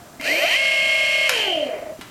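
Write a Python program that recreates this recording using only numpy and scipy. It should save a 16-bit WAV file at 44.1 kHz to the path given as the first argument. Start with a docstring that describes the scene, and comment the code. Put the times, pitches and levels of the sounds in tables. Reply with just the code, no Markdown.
"""A faint room hiss with steady tones comes first, then a thump and a click as a workshop motor starts.
The unloaded brushless motor runs up, holds full speed and slows down; a small knock and click end it.
Sixteen magnetic steps a turn, two ball bearings and controller switching shake one metal casing.
Tones are sums of cosines that follow the speed; rattle, hisses and clicks are shaped noise.
Thumps are dying sine waves, and a short tail of noise stands for the room."""
import sys
import numpy as np
from scipy import signal
from scipy.fft import rfft, irfft
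from scipy.io import wavfile

SR = 44100
rng = np.random.default_rng(int(sys.argv[2]) if len(sys.argv) > 2 else 0)


def rack_gain(trim_db):
    """Turn a fader trim in dB into the linear factor to multiply a signal by."""
    fader = np.asarray(trim_db, float)
    return 10 ** (fader / 20)


def file_out(sig):
    """Save sig as 16-bit WAV at sys.argv[1]."""
    # one column per channel
    cols = np.atleast_2d(sig).T
    # limit, then scale
    lim = np.clip(cols, -1, 1)
    pcm = np.round(lim * 32767).astype(np.int16)
    wavfile.write(sys.argv[1], SR, pcm)


N = 92610   # length in samples
FILTER_SIZE = 2 ** 17   # FFT length in samples

# Magnetic step rate in the three parts of the run: (t/s, f/Hz)
SPEED_UP = [(.195, 70), (.26, 165), (.31, 205), (.345, 222), (.39, 250), (.425, 285), (.45, 318),
            (.47, 347), (.49, 390), (.52, 448), (.555, 515), (.57, 535)]
FULL_SPEED = [(.585, 540.81), (1.265, 540.81)]
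SLOW_DOWN = [(1.301, 520.3), (1.4, 429.8), (1.45, 405.3), (1.547, 327.3), (1.603, 291.9), (1.651, 263.1),
             (1.749, 205), (1.828, 150.9), (1.92, 95.3), (2.001, 54.06)]
# How hard each part of the motor sounds, added to its own levels:
# (t/s, magnet and bearing tones level/dB, torque level/dB, rattle level/dB,
#  switching tones level/dB, switching hiss level/dB)
LOAD = [(.19, -99, -31, -57, -62, -90), (.2, -43, -24, -9, -30, -60.5), (.26, -23, -5, 8, -5, -46),
        (.31, -25, -0.5, 8.5, 4, -43), (.43, 7.5, -5.5, 8, 0, -41.5), (.5, -8.5, -4, 8, 6, -53),
        (.55, -2.5, -3, 11, 1, -44), (.58, 0, -35, 4.5, 1.5, -64), (1.27, -0.5, -17, 4.5, 2.5, -69),
        (1.31, -28, -8.5, 5.5, 2, -58), (1.39, -3, -8.5, 6.5, 2, -60), (1.5, -4, -6, -0.5, -4, -64),
        (1.545, -35, -7, -4, -20, -66), (1.58, -46, -7.5, -6, -15, -71), (1.65, -42, -5.5, -8.5, -43, -76),
        (1.75, -50, -4, -18.5, -43, -90), (1.85, -62, -11, -27.5, -53, -123),
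        (1.93, -29, -12.5, -32, -58, -63), (2.0, -34, -44, -24, -45, -76.5)]
# Tones of the magnetic steps, before LOAD: (multiple of step rate, level/dB)
STEP_TONES = [(1, -40), (2, -47), (3, -40), (4, -20), (5, -34), (7, -51), (8, -45), (10, -47), (14, -50)]
# Tones of uneven magnets, before LOAD: (multiple of turning rate, level/dB)
TURN_TONES = [(17, -42), (18, -40), (19, -32), (20, -45), (35, -47), (49, -46), (62, -39), (65, -40),
              (71, -42), (82, -42), (92, -40), (127, -48), (132, -50)]
# Tones of the two bearings, before LOAD: (multiple of ball-pass rate, level/dB)
BEARING_A = [(12, -45), (15, -40), (16, -41), (17, -33)]
BEARING_B = [(18, -39), (19, -31), (20, -38)]
# Tones under the switching rate, before LOAD: (step rates below it, level/dB)
SWITCHING = [(4, -64), (6, -60), (7, -61), (9, -56), (10, -60), (11, -57), (12, -65), (14, -52), (16, -52),
             (19, -55), (20, -52), (24, -50), (25, -47)]
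# Torque partials while driving and braking, before LOAD: (multiple of turning rate, level/dB)
DRIVING = [(23, -17), (36, -18), (64, -20), (80, -19), (112, -18), (128, -20), (160, -18)]
BRAKING = [(16, -12), (32, -19), (35, -16), (48, -32), (64, -36)]
# Resonances of the metal casing: (f/Hz, width/Hz, level/dB)
CASING = [(305, 97, -12.5), (630.8, 79.6, 8.5), (665.4, 135.6, 1), (1070, 30, -35), (2045, 269, -2),
          (2187, 34.7, 4.5), (2374, 170, -1.5), (2872, 258, -2.5), (3127, 46, 2.5), (4373, 440, -17.5),
          (4970, 420, -27), (5685, 50, -19), (9060, 8100, -28), (13800, 320, -23)]
# Colour of the rattling force on the casing: (f/Hz, level/dB)
RATTLE = [(200, -56), (500, -6), (1000, 3.5), (2000, 3), (3500, 15), (6000, 16.5), (10000, 3.5),
          (15000, -15)]
# Gain of one band of the rattle over time: (t/s, level/dB)
RATTLE_BAND = [(.2, -8), (.3, -9), (.45, -3), (1.3, -2.5), (1.4, 2.5), (1.53, 11), (1.75, -0.5)]
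# Clicks, with the burst level before colouring: (t/s, level/dB, decay/ms)
CLICKS = [(.212, -22.5, 2.3), (1.2937, -4, 2.96), (1.302, -22, 3), (2.011, -30.5, 12)]
# Colour of the clicks: (f/Hz, level/dB)
CLICK_COLOUR = [(150, -52), (600, 0), (1300, 7), (3000, 6), (6000, -4.5), (9000, -6.5), (12500, -10),
                (15500, -34)]
# Thumps, with the level at their start: (t/s, level/dB, f/Hz, time to fall 60 dB/s)
THUMPS = [(.198, -29.5, 283, 0.094), (.198, -27.5, 2100, 0.044), (1.991, -27, 302, 0.033)]
# Faint steady tones, rms: (f/Hz, level/dB)
HUM = [(5932, -67), (7562, -65.5)]
# Colour of the room hiss: (f/Hz, level/dB)
HISS = [(15, -29), (30, -9.5), (100, -3.5), (250, -2), (500, -9), (1200, -9), (2500, -18.5), (7000, -20.5),
        (14500, -26), (16000, -28)]

STEPS_PER_TURN = 16
BEARING_A_PER_TURN, BEARING_B_PER_TURN = 4.9265, 4.907   # balls passing in one turn
# dB a tone would lose by standstill, for each step rate in its pitch
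MAGNET_FALL_DB, BEARING_FALL_DB, SWITCHING_FALL_DB = 6, 8, 15
WAVER_DB, WAVER_HZ = .6, 25   # random wander of the magnet and bearing tones
SWITCHING_HZ = 16047.4
SWITCHING_SIDE_DB = -20   # neighbours one turning rate away
SWITCHING_KEPT = (6, 11)   # tones this many step rates below the switching rate keep their force
SWITCH_HISS_HZ, SWITCH_HISS_WIDTH_HZ = 12700, 1100
TORQUE_JITTER, JITTER_HZ = .01, 40   # timing wander in steps
TORQUE_THROB = .55   # depth of the swing twice a turn
FLUTTER_DB, FLUTTER_HZ = 3, 14   # random wander of each torque partial
LOW_PARTIALS_SWAP_HZ = 245   # step rate at which the torque partials change over
COGGING_DB, COGGING_BRAKING_DB, COGGING_TOP_HZ = -20, -18, 880
RATTLE_DB = -28   # after the casing, before LOAD
RATTLE_GATING = 0.17   # depth of the swell on every step
GRAIN_DB, GRAIN_HZ = -2, 590   # fast random roughness of the rattle
RATTLE_BAND_HZ, RATTLE_BAND_WIDTH_HZ = 3166, 460
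CASING_BASE_DB, CASING_TOP_HZ, CASING_BOTTOM_HZ = -40.5, 13750, 235
ROOM_T60_S, ROOM_DB, MOTOR_ROOM_DB, WALL_CUT_HZ = .5, -5, -16, 6000
HISS_DB = -45   # room hiss, rms
TOP = .85   # ceiling of the rounded peaks


def rms_one(x):
    """Scale to an average strength (rms) of 1."""
    return x / np.sqrt(np.mean(x ** 2) + 1e-20)


def in_time(rows):
    """Turn table columns into curves over all samples."""
    s, *columns = np.transpose(rows)
    return [np.interp(np.arange(N) / SR, s, column) for column in columns]


def through(x, response):
    """Filter by a response given as a function of Hz."""
    f = np.arange(FILTER_SIZE // 2 + 1) * SR / FILTER_SIZE + 1   # +1 avoids 0 Hz
    return irfft(rfft(x, FILTER_SIZE) * response(f), FILTER_SIZE)[:N]


def colour(points):
    """Make a filter response from a frequency and level table."""
    hz, db = np.transpose(points)
    return lambda f: rack_gain(np.interp(np.log(f), np.log(hz), db))


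def flat_band(centre_hz, width_hz):
    """Make a filter response that passes one flat-topped band."""
    return lambda f: np.exp(-((f - centre_hz) / width_hz) ** 4)


def drift(rate_hz):
    """Random wander with rms 1: noise smoothed twice, moving at up to about the given rate."""
    r = np.exp(-2 * np.pi * rate_hz / SR)
    noise = rng.standard_normal(N + SR)
    settled = signal.lfilter([1], [1, -2 * r, r * r], noise)[SR:]
    return rms_one(settled)


def motor():
    """All forces ring in the casing; the hiss of the switching is added outside it."""
    step_hz, = in_time(SPEED_UP + FULL_SPEED + SLOW_DOWN)
    steps = np.cumsum(step_hz) / SR
    tone_db, torque_db, rattle_db, switch_db, hiss_db = in_time(LOAD)
    whine = magnets(step_hz) + bearings(step_hz)
    force = whine * rack_gain(tone_db + WAVER_DB * drift(WAVER_HZ))
    force = force + torque(steps, step_hz) * rack_gain(torque_db)
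    force = force + switching(steps, step_hz) * rack_gain(switch_db)
    force = force + rattle(steps, rattle_db)
    return through(force, casing) + switching_hiss() * rack_gain(hiss_db)


def magnets(step_hz):
    """Magnetic pull repeats every step, and uneven magnets add tones tied to each turn."""
    even = tones(STEP_TONES, 1, step_hz, MAGNET_FALL_DB)
    return even + tones(TURN_TONES, 1 / STEPS_PER_TURN, step_hz, MAGNET_FALL_DB)


def bearings(step_hz):
    """Balls pass a fixed number of times a turn, giving tones that follow the speed."""
    a = tones(BEARING_A, BEARING_A_PER_TURN / STEPS_PER_TURN, step_hz, BEARING_FALL_DB)
    b = tones(BEARING_B, BEARING_B_PER_TURN / STEPS_PER_TURN, step_hz, BEARING_FALL_DB)
    return a + b


def torque(steps, step_hz):
    """Pulses tied to the turning swing and flutter, with a low shudder that repeats every turn."""
    after_run_up = np.arange(N) / SR > FULL_SPEED[0][0] + .1   # braking colour used from here to the end, starting while still at full speed
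    turns = (steps + TORQUE_JITTER * drift(JITTER_HZ)) / STEPS_PER_TURN
    throb = 1 + TORQUE_THROB * np.cos(2 * 2 * np.pi * turns)

    def partials(table):
        """Cosines at multiples of the turning rate, each with its own flutter."""
        return [rack_gain(db + FLUTTER_DB * drift(FLUTTER_HZ)) * np.cos(2 * np.pi * k * turns) for k, db in table]

    up, down = partials(DRIVING), partials(BRAKING)
    slow = 1 / (1 + (step_hz / LOW_PARTIALS_SWAP_HZ) ** 10)   # near 1 at low speed, near 0 at high
    # the lowest driving partial leads at low speed, the highest always sounds
    driving_pulses = slow * up[0] + (1 - slow) * (throb * up[1] + sum(up[2:-1])) + up[-1]
    braking_pulses = (1.15 - slow) * throb * sum(down)
    pulses = np.where(after_run_up, braking_pulses, driving_pulses)
    uneven = rng.standard_normal(size=512)   # one turn of random force
    around = uneven[(turns % 1 * len(uneven)).astype(int)]
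    cogging = through(around, lambda f: 1 / (1 + (f / COGGING_TOP_HZ) ** 2))
    cogging_db = np.where(after_run_up, COGGING_BRAKING_DB, COGGING_DB)
    return pulses + rack_gain(cogging_db) * rms_one(cogging)


def rattle(steps, rattle_db):
    """Gritty noise swells on every step and is levelled by how loud it leaves the casing."""
    swell = 1 + RATTLE_GATING * np.cos(2 * np.pi * steps)
    grit = rng.standard_normal(N) * rack_gain(GRAIN_DB * drift(GRAIN_HZ)) * swell
    grit = through(grit, colour(RATTLE))
    band = through(grit, flat_band(RATTLE_BAND_HZ, RATTLE_BAND_WIDTH_HZ))
    band_db, = in_time(RATTLE_BAND)
    grit = grit + (rack_gain(band_db) - 1) * band
    return grit / np.std(through(grit, casing)) * rack_gain(RATTLE_DB + rattle_db)


def switching(steps, step_hz):
    """Controller tones lie whole step rates below the switching rate and swing once a turn."""
    swing = 1 + 2 * rack_gain(SWITCHING_SIDE_DB) * np.cos(2 * np.pi * steps / STEPS_PER_TURN)
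    return swing * tones(SWITCHING, -1, step_hz, SWITCHING_FALL_DB, base_hz=SWITCHING_HZ, kept=SWITCHING_KEPT)


def switching_hiss():
    """Controller hiss is noise in one high band."""
    return rms_one(through(rng.standard_normal(N), flat_band(SWITCH_HISS_HZ, SWITCH_HISS_WIDTH_HZ)))


def tones(table, per_step, step_hz, fall_db, base_hz=0, kept=(0, 0)):
    """Forces at multiples of a rate, sized so the casing gives the table's rms level at full speed."""
    full_step_hz = FULL_SPEED[0][1]
    t, steps = np.arange(N) / SR, np.cumsum(step_hz) / SR
    slack = 1 - step_hz / full_step_hz   # 0 at full speed, 1 at standstill
    out = 0
    for (k, db), phase in zip(table, rng.random(len(table))):
        multiple = k * per_step
        outside = max(abs(multiple) - kept[1], kept[0] - abs(multiple), 0)
        level = rack_gain(db - fall_db * outside * slack) * np.sqrt(2)
        level = level / abs(casing(base_hz + multiple * full_step_hz))
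        out = out + level * np.cos(2 * np.pi * (base_hz * t + multiple * steps + phase))
    return out


def casing(f):
    """Metal rings at several pitches of alternating sign, over a flat base with little deep bass."""
    rings = 0
    for k, (hz, width, db) in enumerate(CASING):
        ring = 1j * f * width / (hz ** 2 - f ** 2 + 1j * f * width)
        rings = rings + (-1) ** k * rack_gain(db) * ring
    rings = rings / (1 + (f / CASING_TOP_HZ) ** 40)   # steep top edge
    return (rack_gain(CASING_BASE_DB) + rings) / (1 + (CASING_BOTTOM_HZ / f) ** 8)


def knocks():
    """Clicks are short dying noise bursts; each thump is one damped ring."""
    t = np.arange(N) / SR
    bursts = 0
    for s, db, decay_ms in CLICKS:
        bursts = bursts + rack_gain(db) * (t > s) * np.exp(-np.maximum(t - s, 0) * 1000 / decay_ms)
    out = through(rng.standard_normal(N) * bursts, colour(CLICK_COLOUR))
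    for s, db, hz, t60_s in THUMPS:
        since = np.maximum(t - s, 0)
        out = out + rack_gain(db - 60 * since / t60_s) * np.sin(2 * np.pi * hz * since)
    return out


def workshop(x):
    """The room answers with many overlapping echoes, made as a dulled, dying noise tail."""
    t = np.arange(SR // 2) / SR
    r = np.exp(-2 * np.pi * WALL_CUT_HZ / SR)
    tail = signal.lfilter([1], [1, -r], rng.standard_normal(len(t)))
    tail = tail * rack_gain(-60 * t / ROOM_T60_S) * (t > .004)   # starts after 4 ms
    return rack_gain(ROOM_DB) * signal.fftconvolve(x, tail / np.sqrt(np.sum(tail ** 2)))[:N]


def background():
    """Room hiss is coloured noise, with a few faint steady sine tones."""
    t = np.arange(N) / SR
    hum = sum(rack_gain(db) * np.sqrt(2) * np.sin(2 * np.pi * hz * t) for hz, db in HUM)
    hiss = rms_one(through(rng.standard_normal(N), colour(HISS)))
    return rack_gain(HISS_DB) * hiss + hum


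def scene():
    """Motor and knocks in the room, over the background."""
    whine, hits = motor(), knocks()
    echoes = workshop(rack_gain(MOTOR_ROOM_DB) * whine + hits)
    return (whine + hits + echoes + background())[None]


def band_limit(x):
    """A steep low-pass at the top of the band."""
    return signal.sosfilt(signal.butter(12, 16720, fs=SR, output="sos"), x)


def record(dry):
    """Round off the peaks smoothly and finish the mix."""
    finished = TOP * np.tanh(dry / TOP)
    return band_limit(finished)


dry = scene()
out = record(dry)
file_out(out)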